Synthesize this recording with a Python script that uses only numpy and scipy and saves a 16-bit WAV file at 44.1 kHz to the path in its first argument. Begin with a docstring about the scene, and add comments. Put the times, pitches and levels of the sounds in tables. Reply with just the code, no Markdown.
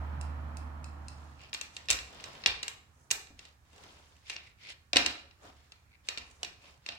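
"""An engine outside hums and rushes at first and fades, while a mat of small wooden tiles strung on cord gives thin ticks.
The mat is turned over, laid flat near five seconds, where its tiles rattle as they settle, and picked up again.
Tiles clack with short rings, the tabletop booms, and filtered noise makes the rustle of sleeves and scrape of wood.
Decaying noise adds the echoes of a bare room."""
import sys
import numpy as np
from scipy import signal
from scipy.io import wavfile
from scipy.ndimage import uniform_filter1d

SR = 44100
rng = np.random.default_rng(int(sys.argv[2]) if len(sys.argv) > 2 else 0)


def waveform_to_disk(signal):
    """Save audio, clipped to [-1, 1], as 16-bit WAV at the path in sys.argv[1]."""
    frames = np.transpose(np.atleast_2d(signal))
    scaled = np.clip(frames, -1, 1) * 32767
    samples = np.round(scaled).astype(np.int16)
    wavfile.write(sys.argv[1], SR, samples)


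N = 307818
TIME = np.arange(N) / SR
# thud level of a usual contact, relative to its ring (dB)
THUD_DB = -14.0

# the ringing tones of one tile of ordinary size: f/Hz, level/dB, time to fall by 60 dB t60/s
TILE_MODES = [(1810, -14.5, 0.048), (2440, -3, 0.033), (2780, 1.5, 0.032), (3354, -4, .021),
              (3792, -1.5, 0.034), (4274, 0, 0.022), (4878, -4, 0.022), (5337, -1, 0.013),
              (7230, -5, 0.015), (7515, -3, 0.018), (9360, 4.5, 0.0091), (11700, -29, 0.013),
              (14600, -35, 0.01)]


def from_db(db):
    """Turn decibels into a gain."""
    return 10 ** (np.asarray(db) / 20)


def rms_one(x):
    """Scale to an rms of 1."""
    return x / np.sqrt(np.mean(x ** 2) + 1e-20)


def in_time(rows):
    """Read each column of a timed table at every sample."""
    s, *columns = np.transpose(rows)
    return [np.interp(TIME, s, column) for column in columns]


def at_hz(points, hz):
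    """Read a table between its points, on a log-frequency axis."""
    table_hz, values = np.transpose(points)
    return np.interp(np.log(hz), np.log(table_hz), values)


def band_pass(x, low_hz, high_hz, order=2):
    """Keep only the sound between two frequencies."""
    sos = signal.butter(order, [low_hz, high_hz], "band", fs=SR, output="sos")
    return signal.sosfilt(sos, x)


def drift(rate_hz):
    """Make a slowly wandering random curve with spread 1."""
    step = 40  # samples between computed points
    r = np.exp(-2 * np.pi * rate_hz * step / SR)
    noise = rng.standard_normal(N // step + 2002)
    slow = signal.lfilter([1], [1, -2 * r, r * r], noise)[2000:]  # drop the filter's start-up
    return np.interp(np.arange(N) / step, np.arange(len(slow)), rms_one(slow))


def add(out, s, sound):
    """Mix a sound in at time s."""
    start = round(s * SR)
    out[:, start:start + sound.shape[1]] += sound[:, :N - start]


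def place(sound, pan_db, lag_ms):
    """Lean a sound left (positive pan) at constant power and delay it at the right microphone."""
    t = np.arange(sound.shape[1]) / SR
    right = np.interp(t - lag_ms / 1000, t, sound[1], left=0)
    lean = pan_db / 2
    return np.array([sound[0], right]) * rms_one(from_db([[lean], [-lean]]))


def diffuse_bands(size):
    """Split stereo noise into narrow bands that sum to white; the sides are alike only in the bass."""
    # how alike left and right are in sound from all around: f/Hz, correlation/1
    likeness = [(60, .93), (250, .82), (500, .42), (1000, .02), (2000, -.22), (5000, -.1), (14000, .05)]
    edges = 22 * 2 ** np.arange(0, 9.7, .4)
    white = rng.standard_normal((2, 2, size))
    bands = []
    for k, (low, high) in enumerate(zip(edges, edges[1:])):
        # neighbouring bands use different noise
        mid, side = band_pass(white[k % 2], low, high)
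        hz = np.sqrt(low * high)
        alike = at_hz(likeness, hz)
        shared = np.sqrt((1 + alike) / 2) * mid
        opposed = np.sqrt((1 - alike) / 2) * side * [[1], [-1]]
        bands.append((hz, shared + opposed))
    return bands


def coloured(bands, spectrum):
    """Weight noise bands by a spectrum and scale to rms 1."""
    return rms_one(sum(from_db(at_hz(spectrum, hz)) * noise for hz, noise in bands))


def ring(modes, t, size_ratio, spread_db):
    """Sum struck, dying tones; each reaches each microphone with its own strength and sign."""
    hz, db, t60 = np.transpose(modes)[:, :, None]
    shape = (2, len(modes))
    strength = from_db(rng.normal(0, spread_db, shape)) * rng.choice([-1, 1], shape)
    tones = from_db(db - 60 * t / t60) * np.sin(2 * np.pi * hz * size_ratio * t)
    return strength @ tones


def still_air(bands):
    """The quiet of the room is steady coloured noise."""
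    # colour of the quiet: f/Hz, relative level/dB per Hz
    quiet = [(15, -38), (25, -10), (72, 7), (137, -1), (180, -8), (416, -20.5), (754, -19), (1400, -13),
             (2350, -20.5), (3080, -28), (7510, -25.5), (9320, -33.5), (16000, -46.5)]
    return from_db(-66) * coloured(bands, quiet)[:, ::-1]  # reversed in time


def engine_hum(pitch_hz, hum_db, far_hum_db=-69.5, waver_db=-0.7, pan_db=-3.7):
    """The engine's firing tone is a wavering sine that fades to a far drone."""
    gain = np.hypot(from_db(hum_db), from_db(far_hum_db)) * from_db(waver_db * drift(5))
    hum = np.sqrt(2) * np.sin(2 * np.pi * np.cumsum(pitch_hz) / SR) * gain
    return place(np.array([hum, hum]), pan_db, 0)


def engine_rush(bands, hum_db, start_db=-45.4, share_of_fall=0.58):
    """The engine's rush is coloured noise that falls by a share of the hum's fall in decibels."""
    # colour of the rush: f/Hz, relative level/dB per Hz
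    rush = [(30, 1.5), (60, 13), (100, 7.5), (135, 16), (175, -1), (250, 13), (380, -8), (550, -0.5),
            (800, 6), (1150, 5), (1700, -4), (2600, -14), (4500, -24.5), (9000, -36)]
    return from_db(start_db + share_of_fall * (hum_db - hum_db[0])) * coloured(bands, rush)


def background(fade_db_per_s=11, rush_pan_db=-3.5, hiss_db=-80.0):
    """The engine comes through the walls over the room's still air and the microphones' hiss."""
    # the engine while it is close: t/s, f/Hz, hum level/dB
    engine = [(0.03, 74.6, -36), (0.562, 75, -40.5), (1.296, 74.7, -51), (1.47, 73.2, -64)]
    pitch_hz, hum_db = in_time(engine)
    hum_db = hum_db - fade_db_per_s * np.maximum(TIME - engine[-1][0], 0)
    bands = diffuse_bands(N)
    noise = engine_rush(bands, hum_db) + still_air(bands)
    microphone_hiss = from_db(hiss_db) * rng.standard_normal((2, N))
    return engine_hum(pitch_hz, hum_db) + place(noise, rush_pan_db, 0) + microphone_hiss


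def room_response(nearest_wall_s=0.00076, thicken_s=0.009, uneven_db=6.0):
    """Wall echoes thicken within milliseconds into a tail whose treble dies first."""
    # how long echoes last: f/Hz, time to fall by 60 dB t60/s
    decay_times = [(100, .62), (260, .58), (700, .55), (1840, .46), (4850, .41), (8000, .38), (14000, .3)]
    # strength of the tail before it is shaped: f/Hz, level re direct sound/dB
    tail_levels = [(100, 7.5), (400, -3.5), (1000, 1.5), (1800, -2), (2800, -6), (5000, -8), (8000, -13),
                   (14000, -5)]
    t = np.arange(SR) / SR
    tail = 0
    for hz, noise in diffuse_bands(SR):
        t60 = at_hz(decay_times, hz)
        one_energy = np.sqrt(np.log(1e6) / (t60 * SR))  # long and short decays carry equal energy
        tail = tail + noise * from_db(at_hz(tail_levels, hz) - 60 * t / t60) * one_energy
    # early lumps stand out of the wash like single reflections
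    lump = rms_one(uniform_filter1d(rng.standard_normal(SR), size=50))
    lumps = from_db(uneven_db * lump * np.exp(-t / 0.045))
    return tail * lumps * np.clip((t - nearest_wall_s) / thicken_s, 0, 1)


def room(x):
    """Sound thrown to either side takes its own paths round the walls to both microphones."""
    echoes = [signal.fftconvolve(side[None], room_response(), axes=1)[:, :N] for side in x]
    return sum(echoes) / np.sqrt(2)


def tabletop(slap_t60=.05, slap_per_softness=-1.0, low_hz=430, high_hz=1400):
    """The board booms when mat or hand lands: soft landings favour its low tones, hard ones slap."""
    # landings: t/s, relative level/dB, softness (tilt towards the bass)/dB per octave
    bumps = [(1.9027, -51, 7.5), (2.462, -49, 6), (3.1123, -58.5, 7), (3.3048, -59, 6), (4.9333, -42, -0.5),
             (4.9606, -32, -3), (5.4474, -59, 3), (6.1754, -57, 5.5), (6.4307, -56, -4), (6.889, -56, -4.5)]
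    # the board's tones before a slight lowering: f/Hz, level/dB, time to fall by 60 dB t60/s
    table_modes = [(59.5, -11, 0.13), (91.5, -11.5, 0.099), (130, -12, .09), (188.5, -6.5, 0.039),
                   (250, -2, .06), (324, 1.5, 0.063), (466, 2, 0.038), (540, 0, 0.038), (579, 0.5, 0.075),
                   (730, 4.5, 0.07)]
    out, t, modes = np.zeros((2, N)), np.arange(SR // 2) / SR, np.array(table_modes)
    octaves_down = np.log2(modes[:, :1].mean() / modes[:, :1])
    for s, db, softness in bumps:
        tilted = modes + softness * octaves_down * [0, 1, 0]
        boom = ring(tilted, t, 0.97, spread_db=1.85)[:1]  # the same on both sides
        noise = rms_one(band_pass(rng.standard_normal((2, len(t))), low_hz, high_hz))
        slap = noise * from_db(slap_per_softness * softness - 60 * t / slap_t60)
        add(out, s, from_db(db) * (boom + slap))
    return out


def bell(s, length_s, rise_share=.45, end_db=-6.0):
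    """A stroke swells and falls; give its samples and its gain."""
    near = slice(max(round((s - 2 * length_s) * SR), 0), round((s + 2 * length_s) * SR))
    t = TIME[near] - s
    side_s = length_s * np.where(t < 0, rise_share, 1 - rise_share)
    return near, from_db(end_db * (t / side_s) ** 2)  # end_db holds at the stroke's two ends


def stroke_gains():
    """The hands' strokes raise and lower the gains of sleeve, scrape and cord."""
    # strokes that shift the mat: t/s at the height, length/s,
    # then relative levels of sleeve rustle/dB, tile scrape/dB, cord hiss/dB
    strokes = [(1.222, 0.38, -76, -67, -70), (1.442, .1, -61, -58, -78), (1.755, 0.045, -67, -59, -59),
               (1.85, .2, -62.5, -62, -72.5), (2.272, 0.37, -51, -52, -67), (3.011, 0.13, -69, -80, -70),
               (3.44, .11, -62.5, -59.5, -72.5), (3.855, 0.25, -56, -57.5, -66.5),
               (4.09, 0.29, -69, -66, -71.5), (4.31, .08, -65, -46, -57.5), (4.455, 0.074, -70, -60, -74),
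               (4.65, .08, -63, -52, -69), (4.703, 0.039, -60, -44, -57), (5.464, 0.09, -53, -59, -67.5),
               (5.564, 0.32, -68, -67, -77), (6.081, 0.06, -62, -58, -68), (6.29, 0.29, -66.5, -72, -67.5),
               (6.43, .05, -58, -62, -72), (6.673, 0.12, -59, -58, -68.5), (6.91, .12, -63, -57, -76)]
    # between strokes, one number each for sleeve, scrape and cord: relative level/dB
    resting_db = [-78, -87, -94]
    power = from_db(resting_db)[:, None] ** 2 * np.ones(N)
    for s, length_s, *levels_db in strokes:
        near, gain = bell(s, length_s)
        power[:, near] += (from_db(levels_db)[:, None] * gain) ** 2
    return np.sqrt(power)


def jostle(per_s=500, size_db=3.0, ring_hz=3100, width_hz=1200):
    """Loose tiles touch lightly and at random, each ringing for a moment; rms 1."""
    t, out = np.arange(SR // 50) / SR, 0
    for size_ratio in np.linspace(.72, 1.02, 6):
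        sizes = from_db(size_db * np.minimum(rng.exponential(1, N), 3))
        taps = (rng.random(N) < per_s / 6 / SR) * sizes
        tile = ring(TILE_MODES, t, size_ratio, spread_db=8.5)
        out = out + signal.oaconvolve(taps[None], tile, axes=1)[:, :N]
    # light touches wake mainly the lowest bending tones
    return rms_one(band_pass(out, ring_hz - width_hz, ring_hz + width_hz))


def catches(per_s=30, size_db=4.0, hardness_db=-3.0):
    """Edges catch on each other and let go in tiny dry clicks; rms 1."""
    sizes = from_db(size_db * np.minimum(rng.exponential(1, N), 3))
    return rms_one(shower((rng.random(N) < per_s / SR) * sizes, THUD_DB, hardness_db))


def handling(slip_db=-2.5, fibre_db=3.0, cloth_db=1.7, friction_db=-3.0, jostle_db=-2.0, catch_db=-7.0):
    """Cloth brushes smoothly; wood and cord slide in tiny uneven slips and the tiles jostle."""
    # colour of sleeve cloth: f/Hz, relative level/dB per Hz
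    sleeve_colour = [(120, -1.5), (250, -2), (600, 1.5), (1100, 0.5), (1700, -6.5), (3000, -31)]
    # colour of wood scraping: f/Hz, relative level/dB per Hz
    scrape_colour = [(1000, -36.5), (1700, -4.5), (2400, -3.5), (3300, -5.5), (4600, 1), (6000, -15),
                     (9000, -42.5), (14000, -36.5)]
    # colour of cord hissing: f/Hz, relative level/dB per Hz
    cord_colour = [(4000, -25.5), (6000, 4.5), (7600, 6.5), (9500, -6), (12000, -38.5), (16000, -30.5)]
    sleeve_gain, scrape_gain, cord_gain = stroke_gains()
    bands = diffuse_bands(N)
    slips = (drift(75) + drift(360)) / np.sqrt(2)
    sleeve = rms_one(coloured(bands, sleeve_colour) * from_db(cloth_db * drift(36)))
    friction = rms_one(coloured(bands, scrape_colour) * from_db(slip_db * slips))
    wood = from_db(friction_db) * friction + from_db(jostle_db) * jostle() + from_db(catch_db) * catches()
    cord = rms_one(coloured(bands, cord_colour) * from_db(fibre_db * slips))
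    return sleeve_gain * sleeve + scrape_gain * wood + cord_gain * cord


def grinding(slips_per_s=900, width_hz=270, upper_ratio=1.8, upper_db=-9.0, flutter_db=3.0):
    """A tile face grinds over its neighbour; uneven slips keep its lowest two bending tones ringing."""
    # grinds: t/s at the height, length/s, relative level/dB, pitch f/Hz
    grinds = [(1.44, .08, -52.5, 2600), (4.35, .1, -47, 2500), (4.47, .08, -58, 2250),
              (4.655, .09, -51, 2350), (5.93, .09, -63, 2300), (6.67, .1, -59, 2550),
              (6.92, .08, -55, 2450)]
    out, flutter = np.zeros((2, N)), from_db(flutter_db * drift(35))
    slips = (rng.random(N) < slips_per_s / SR) * rng.standard_normal((2, N)) * flutter
    for s, length_s, db, hz in grinds:
        near, gain = bell(s, length_s)
        low_hz, high_hz = hz - width_hz, hz + width_hz
        low = rms_one(band_pass(slips[:, near], low_hz, high_hz))
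        upper = rms_one(band_pass(slips[:, near], low_hz * upper_ratio, high_hz * upper_ratio))
        out[:, near] += from_db(db) * gain * (low + from_db(upper_db) * upper)
    return out


def ticks(crack_db=-2.0, crack_t60=0.021, low_hz=4000, high_hz=9500):
    """Small bright contacts, a few short tones and a dry crack, while the mat's corner is held still."""
    # ticks: t/s, burst level/dB, left over right/dB
    tick_times = [(0.2121, -43.5, -2), (0.5701, -46, 1), (0.843, -45, 6), (1.0835, -43, 5)]
    # tones of a tick before a small random shift: f/Hz, level/dB, time to fall by 60 dB t60/s
    tick_modes = [(2647, -2.5, .022), (4150, -4, .009), (5200, 1.5, .008), (7250, 0, .008), (8500, 1, .007)]
    out, t = np.zeros((2, N)), np.arange(SR // 20) / SR
    for s, db, pan_db in tick_times:
        burst = rng.standard_normal((2, len(t))) * from_db(-60 * t / crack_t60)
        crack = rms_one(band_pass(burst, low_hz, high_hz, order=4))
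        tones = rms_one(ring(tick_modes, t, 1 + 0.011 * rng.standard_normal(), spread_db=1.5))
        tick = rms_one(tones + from_db(crack_db) * crack) / np.sqrt(10)  # level counted over the first tenth
        add(out, s, place(from_db(db) * tick, pan_db, lag_ms=.25))
    return out


def band_levels(thud_db, hardness_db):
    """Levels of thud, ring, edge and snap relative to the ring; sharp corners snap."""
    return np.array([thud_db, 0, hardness_db, -13.8 + 1.3 * hardness_db])


def clack(levels_db, size_scatter=.025, scatter_db=-1.8, scatter_t60=0.026, top_hz=11000):
    """One contact: the tile's short ring, and a crack scattered by the neighbouring tiles and the hand."""
    # thud, ring, edge and snap of a knock, one row each: lowest f/Hz, highest f/Hz
    knock_bands = [(300, 1750), (1900, 5600), (5800, 8300), (8900, 16000)]
    t = np.arange(SR // 20) / SR
    tile = rms_one(ring(TILE_MODES, t, 1 + size_scatter * rng.standard_normal(), spread_db=0.0))
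    low_pass = signal.butter(2, top_hz, fs=SR, output="sos")
    grain = signal.sosfilt(low_pass, rng.standard_normal((2, len(t))))
    crack = rms_one(grain * from_db(-60 * t / scatter_t60))
    click = rms_one(1.0 * (t == 0))
    strike = tile + from_db(scatter_db) * crack + .5 * click
    # flat faces thud, corners snap
    parts = [from_db(db) * rms_one(band_pass(strike, low, high, order=4))
             for db, (low, high) in zip(levels_db, knock_bands)]
    return sum(parts) / np.sqrt(10)  # a level counts the energy as if within the first tenth


def shower(clicks, thud_db, hardness_db, count=4):
    """A train of small contacts is dealt at random to a few tiles."""
    levels_db = band_levels(thud_db, hardness_db)
    dealt = rng.integers(0, count, len(clicks))
    out = 0
    for k in range(count):
        own_clicks = (clicks * (dealt == k))[None]
        out = out + signal.oaconvolve(own_clicks, clack(levels_db), axes=1)[:, :len(clicks)]
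    return out


def rattle(landing_s=4.962, per_s=260, first_db=-39.0, fall_db_per_s=100.0, spread_db=2.0,
           hardness_db=-11.0, thud_db=-3.0):
    """After the mat lands flat, its other tiles drop and settle in a dense, dying run."""
    out, t = np.zeros((2, N)), np.arange(SR // 4) / SR
    sizes = from_db(first_db - fall_db_per_s * t + spread_db * rng.standard_normal(len(t)))
    clicks = (rng.random(len(t)) < per_s / SR) * sizes
    add(out, landing_s, shower(clicks, thud_db, hardness_db))
    return out


def knocks(thud_per_db=-.12, usual_db=-35.5, right_lag_ms=.44, far_crack_db=1.5, room_db=0.5):
    """Tiles strike each other; give the direct sound and what they send into the room."""
    # light touches to the mat's landing: t/s, ring burst level/dB, hardness (treble re ring)/dB, left over right/dB
    contacts = [(1.5302, -34, -16, -1), (1.5396, -43, 5.5, 3), (1.546, -32.5, -10, 0),
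                (1.6122, -34.5, -2, 4), (1.7661, -37, -7, 0), (1.8854, -31.5, -12, -4),
                (1.8944, -30, -16.5, 7.5), (1.902, -22, 1, -1), (1.9096, -24.5, 1, 0),
                (1.9222, -32, -6.5, 4), (1.9293, -31.5, -1, 0), (1.9884, -37, -12.5, 2),
                (2.1996, -48.5, -22, 5), (2.24, -40, -5, -1), (2.4377, -38, -24.5, 0.5),
                (2.4605, -15.5, -15, 0), (2.4708, -35.5, 1, -5), (2.6295, -33.5, -5, 0),
                (2.6318, -38, -7, -2), (2.6804, -33.5, -1, 0), (3.1044, -37, -5, -2), (3.1108, -27, 2, 0),
                (3.1134, -27.5, 3.5, -4), (3.2697, -55, -10, 0), (3.3914, -45.5, -7.5, 4),
                (3.4518, -51.5, -7, -1), (4.2976, -35, -9, 1), (4.3013, -36, -10.5, -2),
                (4.3637, -38, -16.5, 0), (4.7018, -45.5, -9, -5), (4.9315, -23, -12.5, 0),
                (4.9588, -21.5, -12, 1), (4.9677, -13, -10, 0), (5.0616, -21.5, -9, -2),
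                (5.31, -57, -28, 0), (5.7201, -48, -9.5, 0.5), (6.0868, -28, -7, 0), (6.1745, -34, -15, 3),
                (6.1811, -38, -9, -7), (6.3113, -61.5, 1.5, -5), (6.4307, -31.5, -6.5, -3),
                (6.4472, -38, -8, -2), (6.8622, -37.5, -11.5, 0), (6.888, -32, -16, 0),
                (6.9214, -45, -20, -2)]
    direct, sent = np.zeros((2, 2, N))
    for s, db, hardness_db, pan_db in contacts:
        # hard blows favour the ring over the thud
        thud_db = THUD_DB + thud_per_db * (db - usual_db)
        levels_db = db + band_levels(thud_db, hardness_db)
        # the mat lies nearer the left microphone
        add(direct, s, place(clack(levels_db), pan_db, right_lag_ms))
        # both touching tiles radiate their own mix of tones towards the walls
        one = clack(levels_db, scatter_db=far_crack_db)
        other = clack(levels_db, scatter_db=far_crack_db) * [[1], [-1]]
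        add(sent, s, (one + other) / np.sqrt(2))
    return direct, from_db(room_db) * sent


def scene(rubbing_db=-3.5, rubbing_room_db=-6.5, board_room_db=-1.5, tick_room_db=4.5, rattle_room_db=-4.0):
    """Mat, table and hands sound close by, with the room around them."""
    direct, sent = knocks()
    board, tick, settling = tabletop(), ticks(), rattle()
    rub = from_db(rubbing_db) * (handling() + grinding())
    sent = sent + from_db(board_room_db) * board + from_db(rubbing_room_db) * rub
    sent = sent + from_db(tick_room_db) * tick + from_db(rattle_room_db) * settling
    return background() + room(sent) + board + rub + tick + settling + direct


def record(dry, treble_db=(-2.0, 1.5), shelf_hz=4500, cutoff_hz=16200):
    """The right microphone is the brighter one; full scale limits the peaks; the top is cut."""
    treble = signal.sosfilt(signal.butter(1, shelf_hz, "high", fs=SR, output="sos"), dry)
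    heard = dry + (from_db(treble_db)[:, None] - 1) * treble
    top_cut = signal.ellip(10, .1, 80, cutoff_hz, fs=SR, output="sos")
    return signal.sosfilt(top_cut, np.clip(heard, -1, 1))


dry = scene()
out = record(dry)
waveform_to_disk(out)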